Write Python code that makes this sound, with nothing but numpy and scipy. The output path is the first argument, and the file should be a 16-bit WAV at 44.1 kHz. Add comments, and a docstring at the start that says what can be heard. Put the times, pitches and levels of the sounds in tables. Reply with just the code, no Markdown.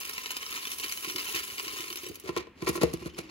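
"""Chocolate chips poured into dough

Chips slide from a plastic tub into dough in a steel mixing bowl, close to the microphone in a kitchen.
Rustle and patter are coloured noise under random contact envelopes; clicks and clacks are brief pitches.
The bowl rings faintly as a bank of decaying modes. Then the tub is shaken empty: it scrapes (jerky noise)
and knocks (noise cracks and struck modes) against the bowl and the mixer, over a quiet noise background."""
import sys
import numpy as np
from scipy import signal
from scipy.fft import rfft, irfft
from scipy.io import wavfile
from scipy.ndimage import uniform_filter1d, map_coordinates

SR = 44100
rng = np.random.default_rng(int(sys.argv[2]) if len(sys.argv) > 2 else 0)


def pcm_store(signal):
    """Save signal as 16-bit PCM."""
    levels = np.round(np.clip(np.atleast_2d(signal), -1, 1) * 32767)
    wavfile.write(sys.argv[1], SR, levels.astype(np.int16).T)


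N = 145530
T = np.arange(N) / SR

# All dB are relative levels, before the gains set below.
# Pour flow: [t/s, rustle level/dB, treble level/dB]
POUR_FLOW = [(0, -44, -45), (.24, -43, -48), (.48, -44.5, -48), (.56, -37.5, -42.5), (.63, -43, -47.5),
             (.71, -42.5, -41), (.77, -50, -45.5), (.84, -37.5, -42.5), (.98, -48, -43.5),
             (1.09, -35, -42.5), (1.135, -48, -45.5), (1.18, -39, -43.5), (1.31, -40, -41),
             (1.365, -32.5, -39.5), (1.45, -44.5, -45), (1.83, -40.5, -45.5), (1.94, -50, -50),
             (2.06, -45, -51), (2.13, -56.5, -59), (2.24, -61, -67)]
# Chips landing in the dough: [t/s, level/dB]
LANDING_FLOW = [(0.0, -72), (0.04, -79), (1.0, -72), (1.1, -48.5), (1.32, -61), (1.35, -49.5), (1.47, -67),
                (1.52, -48.5), (1.56, -73), (1.62, -52), (1.96, -55), (2.01, -78), (2.03, -49.5),
                (2.11, -46.5), (2.2, -67), (2.24, -48)]
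# Single chips clicking on the tub: [t/s, body level/dB, treble level/dB]
CHIP_CLICKS = [(0.0094, -27, -34), (0.0503, -28, -36), (0.0946, -23.5, -33.5), (0.135, -44, -38),
               (0.18, -21, -58), (0.2591, -21, -55), (0.3057, -20.5, -34), (0.309, -30, -33),
               (0.316, -49, -36), (0.3669, -21.5, -31.5), (0.4287, -23.5, -48), (0.4636, -26, -61),
               (0.509, -36, -34.5), (0.526, -24, -62), (0.653, -21, -38), (0.6706, -21, -37),
               (0.7165, -24, -33), (0.784, -36, -32.5), (0.798, -23, -33.5), (0.842, -21, -46),
               (0.8503, -47, -45), (0.9225, -19, -30), (0.9732, -27, -52), (1.027, -27.5, -52),
               (1.16, -17, -32), (1.1833, -21, -37), (1.295, -49, -37), (1.3502, -19, -30),
               (1.5809, -22.5, -43), (1.5967, -20.5, -58), (1.6795, -22, -46), (1.8057, -24, -34),
               (1.9022, -23.5, -39), (1.927, -25, -35), (1.9572, -25.5, -33.5), (1.9718, -25, -37),
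               (2.033, -59, -38.5), (2.0649, -27.5, -42), (2.0862, -54, -38.5), (2.145, -41, -42.5),
               (2.1556, -34.5, -38), (2.1985, -45, -41)]
# Clumps of chips dropping into the dough: [t/s, level/dB]
CLUMP_DROPS = [(1.07, -40), (1.147, -39), (1.34, -40), (1.662, -44), (1.793, -41.5), (1.906, -45.5),
               (2.093, -36)]
# Tub dragging over the rim: [peak t/s, swell/s, fade/s, level/dB, treble level/dB]
RIM_SCRAPES = [(2.29, 0.027, 0.011, -38, -48.5), (2.375, 0.014, 0.022, -33.5, -49),
               (2.623, 0.024, 0.0095, -45.5, -67), (2.673, 0.0079, 0.009, -33, -59),
               (2.695, 0.022, 0.012, -34, -35), (2.769, 0.035, 0.0093, -39.5, -40.5),
               (2.82, 0.011, 0.028, -31, -39.5), (2.938, 0.0063, 0.013, -40, -45),
               (3.025, 0.094, 0.079, -52.5, -62), (3.066, 0.0098, 0.0062, -40, -45),
               (3.19, 0.015, 0.019, -41, -47.5), (3.3, 0.043, .02, -52, -70)]
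# Tub hitting the bowl: [t/s, thud/dB, clunk/dB, bowl ring/dB, crack/dB, bright tick/dB]
TUB_KNOCKS = [(2.2901, -36.5, -36.5, -32.5, -34.5, -52), (2.3643, -40.5, -30.5, -27, -21.5, -34),
              (2.375, -43, -47, -59, -27.5, -32), (2.469, -58, -48, -47, -42, -72),
              (2.6227, -33.5, -41, -37.5, -59, -40), (2.670, -54, -35, -24.5, -27.5, -48),
              (2.692, -28, -33, -31.5, -21, -19), (2.753, -56, -50, -31, -46, -48),
              (2.776, -46, -37, -33.5, -28, -58), (2.8144, -34, -37, -28.5, -35, -48),
              (2.8327, -21, -15.5, -36, -16, -22), (2.937, -30.5, -38, -48, -34, -25.5),
              (3.021, -48, -57, -45.5, -55, -60), (3.059, -33, -40, -56, -32, -40),
              (3.1866, -40, -40, -50, -27, -29)]
# Rumble of the shaken tub in the hand: [t/s, level/dB]
HANDLING_FLOW = [(0, -99), (2.6, -60), (2.72, -46.5), (3.0, -47.5), (3.14, -51.5), (3.3, -51.5)]

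# Steel bowl modes: [f/Hz, level when knocked/dB, level under chips/dB, t60/s, left-right/dB]
BOWL_MODES = [(315.2, -9, 11, 0.042, 4), (349.7, 6.5, -2.5, 0.1, -6.5), (386.6, 1, -16.5, 0.17, -1),
              (457.4, -5.5, 1, 0.16, 10), (1022.7, 1, 11, 0.087, 12.5), (1110, -2, 2.5, 0.078, -3),
              (1297, -14, -18.5, 0.06, 8), (1362, -1.5, 3.5, 0.049, 4), (1863, -17.5, -4, 0.062, -41),
              (2290, -5, -49, 0.062, 7), (2600, -8.5, -20, 0.13, -5), (2823, -12.5, -24, 0.26, -3),
              (2866, -45, -20, 0.59, 4), (2840, -18, -11.5, 0.087, -4)]
# Hollow thud of the tub and sway of the mixer: [f/Hz, level/dB, t60/s, left-right/dB]
THUD_MODES = [(73, -10, 0.14, 1), (125, -15, 0.032, 10), (163, 1, 0.028, 5), (160.8, -25.5, 0.6, -9),
              (219, -10, 0.033, 17.5), (340, 2.5, 0.04, -4.5)]
# Clunk of the bowl in its seat: [f/Hz, level/dB, t60/s, left-right/dB]
CLUNK_MODES = [(365, -17, 0.15, -8), (483, -1, 0.057, 8.5), (455.6, -18, 0.34, 8), (586, -6, 0.025, 11.5),
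               (656, -5.5, 0.028, 2), (830, -11, 0.027, 9)]
# Dough-damped bowl under a clump: [f/Hz, level/dB, t60/s, left-right/dB]
PLOP_MODES = [(84, -12.5, 0.08, -4), (140, -10.5, 0.039, -2), (211, -12.5, 0.037, 0), (302, -10, 0.03, -1),
              (348.4, 1.5, 0.057, -6.5)]
# Chip on plastic and steel: [mean f/Hz, chip-to-chip spread as share of f, level/dB, t60/s]
CLACK_MODES = [(1066, 0.043, -7, 0.029), (1367, .045, -10.5, 0.029), (2076, 0.042, -3.5, 0.033),
               (2492, .06, -0.5, 0.018), (2943, 0.033, -0.5, 0.046), (3668, 0.056, -9, 0.066),
               (4280, 0.047, -11.5, 0.059), (5394, 0.1095, 0, 0.054), (6980, 0.072, -6.5, 0.022),
               (10840, 0.153, -12.5, 0.004)]

# Rustle spectrum: [f/Hz, power density/dB]
RUSTLE_SPECTRUM = [(100, -34), (400, -8.5), (750, -24), (1080, -8.5), (1550, -8.5), (2000, -6), (2300, 0),
                   (2950, -1), (3400, -5.5), (4200, -3.5), (5000, -9), (5700, -8), (7100, -15.5),
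                   (16000, -51)]
# Rustle treble spectrum: [f/Hz, power density/dB]
TREBLE_SPECTRUM = [(1000, -16), (4000, -8.5), (7500, -1.5), (11000, -0.5), (16000, -0.5)]
# Dough patter spectrum: [f/Hz, power density/dB]
DOUGH_SPECTRUM = [(25, -25), (45, 12), (72, 7), (105, 11), (160, -5), (240, -3.5), (340, 20.5), (460, 6.5),
                  (650, -3), (1500, -60), (5000, -19)]
# Plastic crack and scrape spectrum: [f/Hz, power density/dB]
CRACK_SPECTRUM = [(100, -7), (400, 3.5), (800, -5), (1100, 1), (1650, -9), (2300, 0.5), (3300, -9),
                  (4200, -5.5), (7000, -14), (12000, -42)]
# Bright tick and scrape treble spectrum: [f/Hz, power density/dB]
TICK_SPECTRUM = [(1000, -45), (4000, -2.5), (7000, 5.5), (11000, 4), (16000, -3)]
# Handling rumble spectrum: [f/Hz, power density/dB]
RUMBLE_SPECTRUM = [(30, 1), (68, -0.5), (105, -6), (160, -4), (250, -5), (350, 5), (550, -34), (1500, -45)]
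# Kitchen background spectrum: [f/Hz, power density/dB]
HUSH_SPECTRUM = [(30, 0.5), (75, 5.5), (130, -8.5), (250, 1), (400, -6.5), (650, -13), (1000, -13),
                 (1700, -13), (2800, -12), (6000, -42), (16000, -55)]

# Mean contact rates, strength scatter, amplitude 1/e decays
CHIPS_PER_S, CHIP_SCATTER_DB, CHIP_DECAY_S, BUNCH_DB = 820, 2, 0.002, 2.5
LANDINGS_PER_S, LANDING_DECAY_S = 87, 0.0052
CLACKS_PER_S, CLACK_SCATTER_DB, CLACK_COLOUR_DB = 330, 4, 4.5
CLICK_DECAY_S, CRACK_DECAY_S, TICK_DECAY_S = 0.0028, 0.0035, 0.0016
THUD_RISE_CYCLES, CLUNK_RISE_CYCLES, RING_RISE_CYCLES = 1.08, 0.33, 0.24

# Gains
RUSTLE_DB, RUSTLE_TREBLE_DB, CLACK_DB, LANDING_DB, POUR_RING_DB = -2.5, 3.5, -1.5, 0.5, -10
CLICK_DB, CLICK_TREBLE_DB, CLICK_CLACK_DB = -9.5, 2, 11
CLUMP_DB, SCRAPE_RING_DB, CRUMBS_DB, HUSH_DB = -3, -11, -62.52, -58.5
THUD_DB, CLUNK_DB, RING_DB, CRACK_DB, TICK_DB = -0.5, -0.5, -8.02, -6, -1.5

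# Room and stereo paths; shares are of power
ROOM_T60_S, ROOM_TREBLE_T60_S = 0.3, 0.035
POUR_ROOM_DB, KNOCK_ROOM_DB, THUD_ROOM_DB = -11.02, -11.02, -14.52
RIGHT_LAG_S, SCATTER_SHARE = 12 / SR, 0.37
LIP_LAG_S, LIP_SCATTER_SHARE = 0.0001811, 0.023
LOW_CUT_HZ, TOP_HZ = 75, 15800


def pour():
    """Chips jostle and click along the tub, then land in the dough and set the bowl ringing."""
    chips = unit(bursts(shower(CHIPS_PER_S, CHIP_SCATTER_DB), CHIP_DECAY_S))
    fine = unit(bursts(shower(per_s=860, scatter_db=3), decay_s=0.0024))
    flow, treble_flow = curve(POUR_FLOW, axis=1), curve(POUR_FLOW, axis=2)
    at, body_db, treble_db = np.array(CHIP_CLICKS).T

    body_clicks = bursts(blows(at, undb(body_db + CLICK_DB)), CLICK_DECAY_S)
    body = np.hypot(chips * flow * undb(RUSTLE_DB), body_clicks)

    treble_clicks = bursts(blows(at, undb(treble_db + CLICK_TREBLE_DB)), decay_s=0.0057)
    fizz = unit(np.hypot(chips, fine)) * treble_flow * undb(RUSTLE_TREBLE_DB)
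    treble = np.hypot(fizz, treble_clicks)

    clack_hits = shower(CLACKS_PER_S, CLACK_SCATTER_DB) * flow * undb(CLACK_DB)
    clatter = clacks(clack_hits + blows(at, undb(body_db + CLICK_CLACK_DB)))
    ring = bowl(body, column=2) * undb(POUR_RING_DB)
    slide = from_tub(body, RUSTLE_SPECTRUM) + from_lip(treble, TREBLE_SPECTRUM)
    return kitchen(slide + clatter + landings() + ring, POUR_ROOM_DB)


def landings():
    """Chips patter into the dough: short bursts of dull noise."""
    patter = unit(bursts(shower(LANDINGS_PER_S, scatter_db=4.5), LANDING_DECAY_S))
    return from_tub(patter * curve(LANDING_FLOW, axis=1) * undb(LANDING_DB), DOUGH_SPECTRUM)


def clumps():
    """Chips that fall together land with one soft bump."""
    at, db = np.array(CLUMP_DROPS).T
    plop = modes(*np.array(PLOP_MODES).T, THUD_RISE_CYCLES)
    return kitchen(convolve(blows(at, undb(db + CLUMP_DB)), plop), THUD_ROOM_DB)


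def scrapes():
    """The plastic catches and slips on the rim in dense small jerks, which also ring the bowl."""
    jerks = unit(bursts(shower(per_s=880, scatter_db=1), decay_s=0.0026))
    body, treble = 0, 0
    for at, swell_s, fade_s, db, treble_db in RIM_SCRAPES:
        push = np.exp(-np.maximum((at - T) / swell_s, (T - at) / fade_s))
        body = body + push * undb(db)
        treble = treble + push * undb(treble_db)
    ring = bowl(jerks * body, column=1) * undb(SCRAPE_RING_DB)
    rub = from_tub(jerks * body, CRACK_SPECTRUM) + from_lip(jerks * treble, TICK_SPECTRUM)
    return kitchen(rub + ring, KNOCK_ROOM_DB)


def knocks():
    """Each knock is a plastic crack, a hollow thud, a clunk and a short ring of the dough-damped bowl."""
    at, thud_db, clunk_db, ring_db, crack_db, tick_db = np.array(TUB_KNOCKS).T
    thud_modes = modes(*np.array(THUD_MODES).T, THUD_RISE_CYCLES)
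    clunk_modes = modes(*np.array(CLUNK_MODES).T, CLUNK_RISE_CYCLES)
    thud = convolve(blows(at, undb(thud_db + THUD_DB)), thud_modes)
    clunk = convolve(blows(at, undb(clunk_db + CLUNK_DB)), clunk_modes)
    ring = convolve(blows(at, undb(ring_db + RING_DB)), bowl_ring(column=1))
    crack = from_tub(bursts(blows(at, undb(crack_db + CRACK_DB)), CRACK_DECAY_S), CRACK_SPECTRUM)
    tick = from_lip(bursts(blows(at, undb(tick_db + TICK_DB)), TICK_DECAY_S), TICK_SPECTRUM)
    return kitchen(thud + clunk + ring, THUD_ROOM_DB) + kitchen(crack + tick, KNOCK_ROOM_DB)


def handling():
    """The tub shifts in the hand as it is shaken: small dull bumps at uneven times."""
    bumps = unit(bursts(shower(per_s=45, scatter_db=0.5), decay_s=0.027))
    rumble = bumps * curve(HANDLING_FLOW, axis=1) * rng.standard_normal(N)
    return pan(colour(rumble, RUMBLE_SPECTRUM), pan_db=1.5)


def crumbs():
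    """Crumbs left in the shaken tub tick faintly, from the knock with the strongest clunk on."""
    start_s = max(TUB_KNOCKS, key=lambda knock: knock[2])[0]
    ticks = clacks(shower(per_s=160, scatter_db=4) * (T > start_s))
    # colour() returns the left channel only, so the ticks sit in the middle
    ticks = colour(ticks, [(1500, -17), (2600, -2), (4000, -2.5), (9000, -10.5)])
    return kitchen(undb(CRUMBS_DB) * ticks, POUR_ROOM_DB)


def hush():
    """Quiet background of the kitchen: steady noise, partly shared by both channels."""
    shared, left, right = (colour(noise, HUSH_SPECTRUM) for noise in rng.standard_normal((3, N)))
    return undb(HUSH_DB) * (shared + 0.32 * np.array([left, right]))


def clacks(hits, size=1024, order=64):
    """Every chip strikes a different spot, so it rings briefly with pitches and strengths of its own."""
    hz, spread, db, t60 = np.array(CLACK_MODES).T
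    out, t = np.zeros(N + size), T[:size]
    # one draw per block of `order` samples
    detune, strength = np.clip(rng.standard_normal((2, N // order + 1, len(hz))), -2, 2)
    fade = undb(-60 * t / t60[:, None]) / np.sqrt(t60[:, None])
    signs = (-1) ** np.arange(len(hz))
    for i in np.flatnonzero(hits > undb(-70)):
        pitch = hz * (1 + spread * detune[i // order])
        gain = signs * undb(db + CLACK_COLOUR_DB * strength[i // order])
        ring = gain @ (fade * np.sin(2 * np.pi * np.outer(pitch, t)))
        out[i:i + size] += hits[i] * unit(ring) / np.sqrt(size)
    return ports(out[:N])


def bowl(envelope, column):
    """Small contacts all round the bowl keep its modes ringing, a little differently at each port."""
    noise, ring = rng.standard_normal((3, N)), bowl_ring(column)
    return convolve(envelope * (noise[0] + 0.5 * noise[1:]), unit(ring) / np.sqrt(ring.shape[1]))


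def bowl_ring(column):
    """The bowl's modes, at the strengths in one column of their table."""
    table = np.array(BOWL_MODES).T
    return modes(table[0], table[column], table[3], table[4], RING_RISE_CYCLES)


def modes(hz, db, t60, pan_db, rise_cycles):
    """Ring of an object after one blow, at both ports; low modes take longer to build up."""
    t, out = T[:SR // 2], 0
    for k, (f, d, s, lean) in enumerate(zip(hz, db, t60, pan_db)):
        swing = (1 - np.exp(-t * f / rise_cycles)) ** 2 * undb(-60 * t / s)
        tone = swing / swing.max() * np.sin(2 * np.pi * f * t)
        out = out + pan((-1) ** k * undb(d) * tone, lean)
    return out


def shower(per_s, scatter_db, size=4000):
    """Random contacts of uneven strength that come in bunches, at a steady mean power."""
    smooth = uniform_filter1d(rng.standard_normal(N), size // 10)
    bunch = unit(uniform_filter1d(smooth, size // 10))
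    scatter = np.clip(rng.standard_normal(N), -2, 2)
    hits = (rng.random(N) < per_s / SR) * undb(scatter_db * scatter + BUNCH_DB * bunch)
    return hits / np.sqrt(np.abs(uniform_filter1d(hits ** 2, size)) + 1e-9)


def blows(times, gains):
    """One impulse for each contact."""
    out = np.zeros(N)
    np.add.at(out, np.clip((np.asarray(times) * SR).astype(int), 0, N - 1), gains)
    return out


def bursts(hits, decay_s):
    """Every contact radiates briefly; powers add to give the summed envelope."""
    return np.sqrt(signal.lfilter([1], [1, -np.exp(-2 / (decay_s * SR))], hits ** 2))


def from_tub(envelope, points):
    """Contact noise arrives directly, and at both ports again off the nearby steel."""
    direct, left, right = (colour(envelope * noise, points) for noise in rng.standard_normal((3, N)))
    scattered = np.array([left, right])
    return np.sqrt(1 - SCATTER_SHARE) * ports(direct) + np.sqrt(SCATTER_SHARE) * scattered


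def from_lip(envelope, points):
    """Fine contact noise at the tub's lip, which lies nearer the middle between the ports."""
    direct, left, right = (colour(envelope * noise, points) for noise in rng.standard_normal((3, N)))
    late = map_coordinates(direct, [(T - LIP_LAG_S) * SR])
    scattered = np.array([left, right])
    return np.sqrt(1 - LIP_SCATTER_SHARE) * np.array([direct, late]) + np.sqrt(LIP_SCATTER_SHARE) * scattered


def ports(x):
    """A sound from the tub reaches the left port first."""
    return np.array([x, np.interp(T - RIGHT_LAG_S, T, x)])


def pan(x, pan_db):
    """Lean a sound to the left; a negative value leans it right."""
    return x * undb(np.array([[pan_db], [-pan_db]]) / 2)


def kitchen(x, room_db):
    """Add the room's tail, different at each port and shorter in the treble."""
    t, noise = T[:SR], rng.standard_normal((2, SR))
    low = signal.sosfilt(signal.butter(2, 4500, fs=SR, output="sos"), noise)
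    tail = low * undb(-60 * t / ROOM_T60_S) + 2.33 * noise * undb(-60 * t / ROOM_TREBLE_T60_S)
    tail = tail * (1 - np.exp(-t / 0.0009))  # soft onset
    return x + undb(room_db) * convolve(x, unit(tail) / np.sqrt(SR))


def colour(x, points, size=4096):
    """Minimum-phase filter through (f/Hz, level/dB) points that keeps the power of white noise."""
    hz, db = np.array(points, float).T
    f = np.maximum(np.fft.rfftfreq(size, 1 / SR), 1)
    gain = unit(undb(np.interp(np.log(f), np.log(hz), db)))
    cepstrum = irfft(np.log(gain))
    # fold the cepstrum to make the response causal
    cepstrum[1:size // 2] *= 2
    cepstrum[size // 2 + 1:] = 0
    return convolve(x, irfft(np.exp(rfft(cepstrum))))[0]


def curve(rows, axis):
    """Gain along one column of a level curve; falls 85 dB/s after the last point."""
    rows = np.array(rows)
    level_db = np.interp(T, rows[:, 0], rows[:, axis])
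    return undb(level_db - 85 * np.maximum(T - rows[-1, 0], 0))


def convolve(x, response):
    """Pass a sound through one response, or one for each channel."""
    return signal.fftconvolve(np.atleast_2d(x), np.atleast_2d(response), axes=1)[:, :N]


def unit(x):
    """Scale to rms 1."""
    return x / np.sqrt(np.mean(x ** 2))


def undb(db):
    """Decibels to gain."""
    return 10 ** (np.asarray(db) / 20)


def scene():
    """The pour, then the shaking out of the tub."""
    return pour() + clumps() + scrapes() + knocks() + handling() + crumbs() + hush()


def record(dry):
    """The recorder thins the deep bass and cuts the top."""
    thinned = signal.sosfilt(signal.butter(2, LOW_CUT_HZ, "high", fs=SR, output="sos"), dry)
    return signal.sosfilt(signal.ellip(10, 0.2, 70, TOP_HZ, fs=SR, output="sos"), thinned)


dry = scene()
out = record(dry)
pcm_store(out)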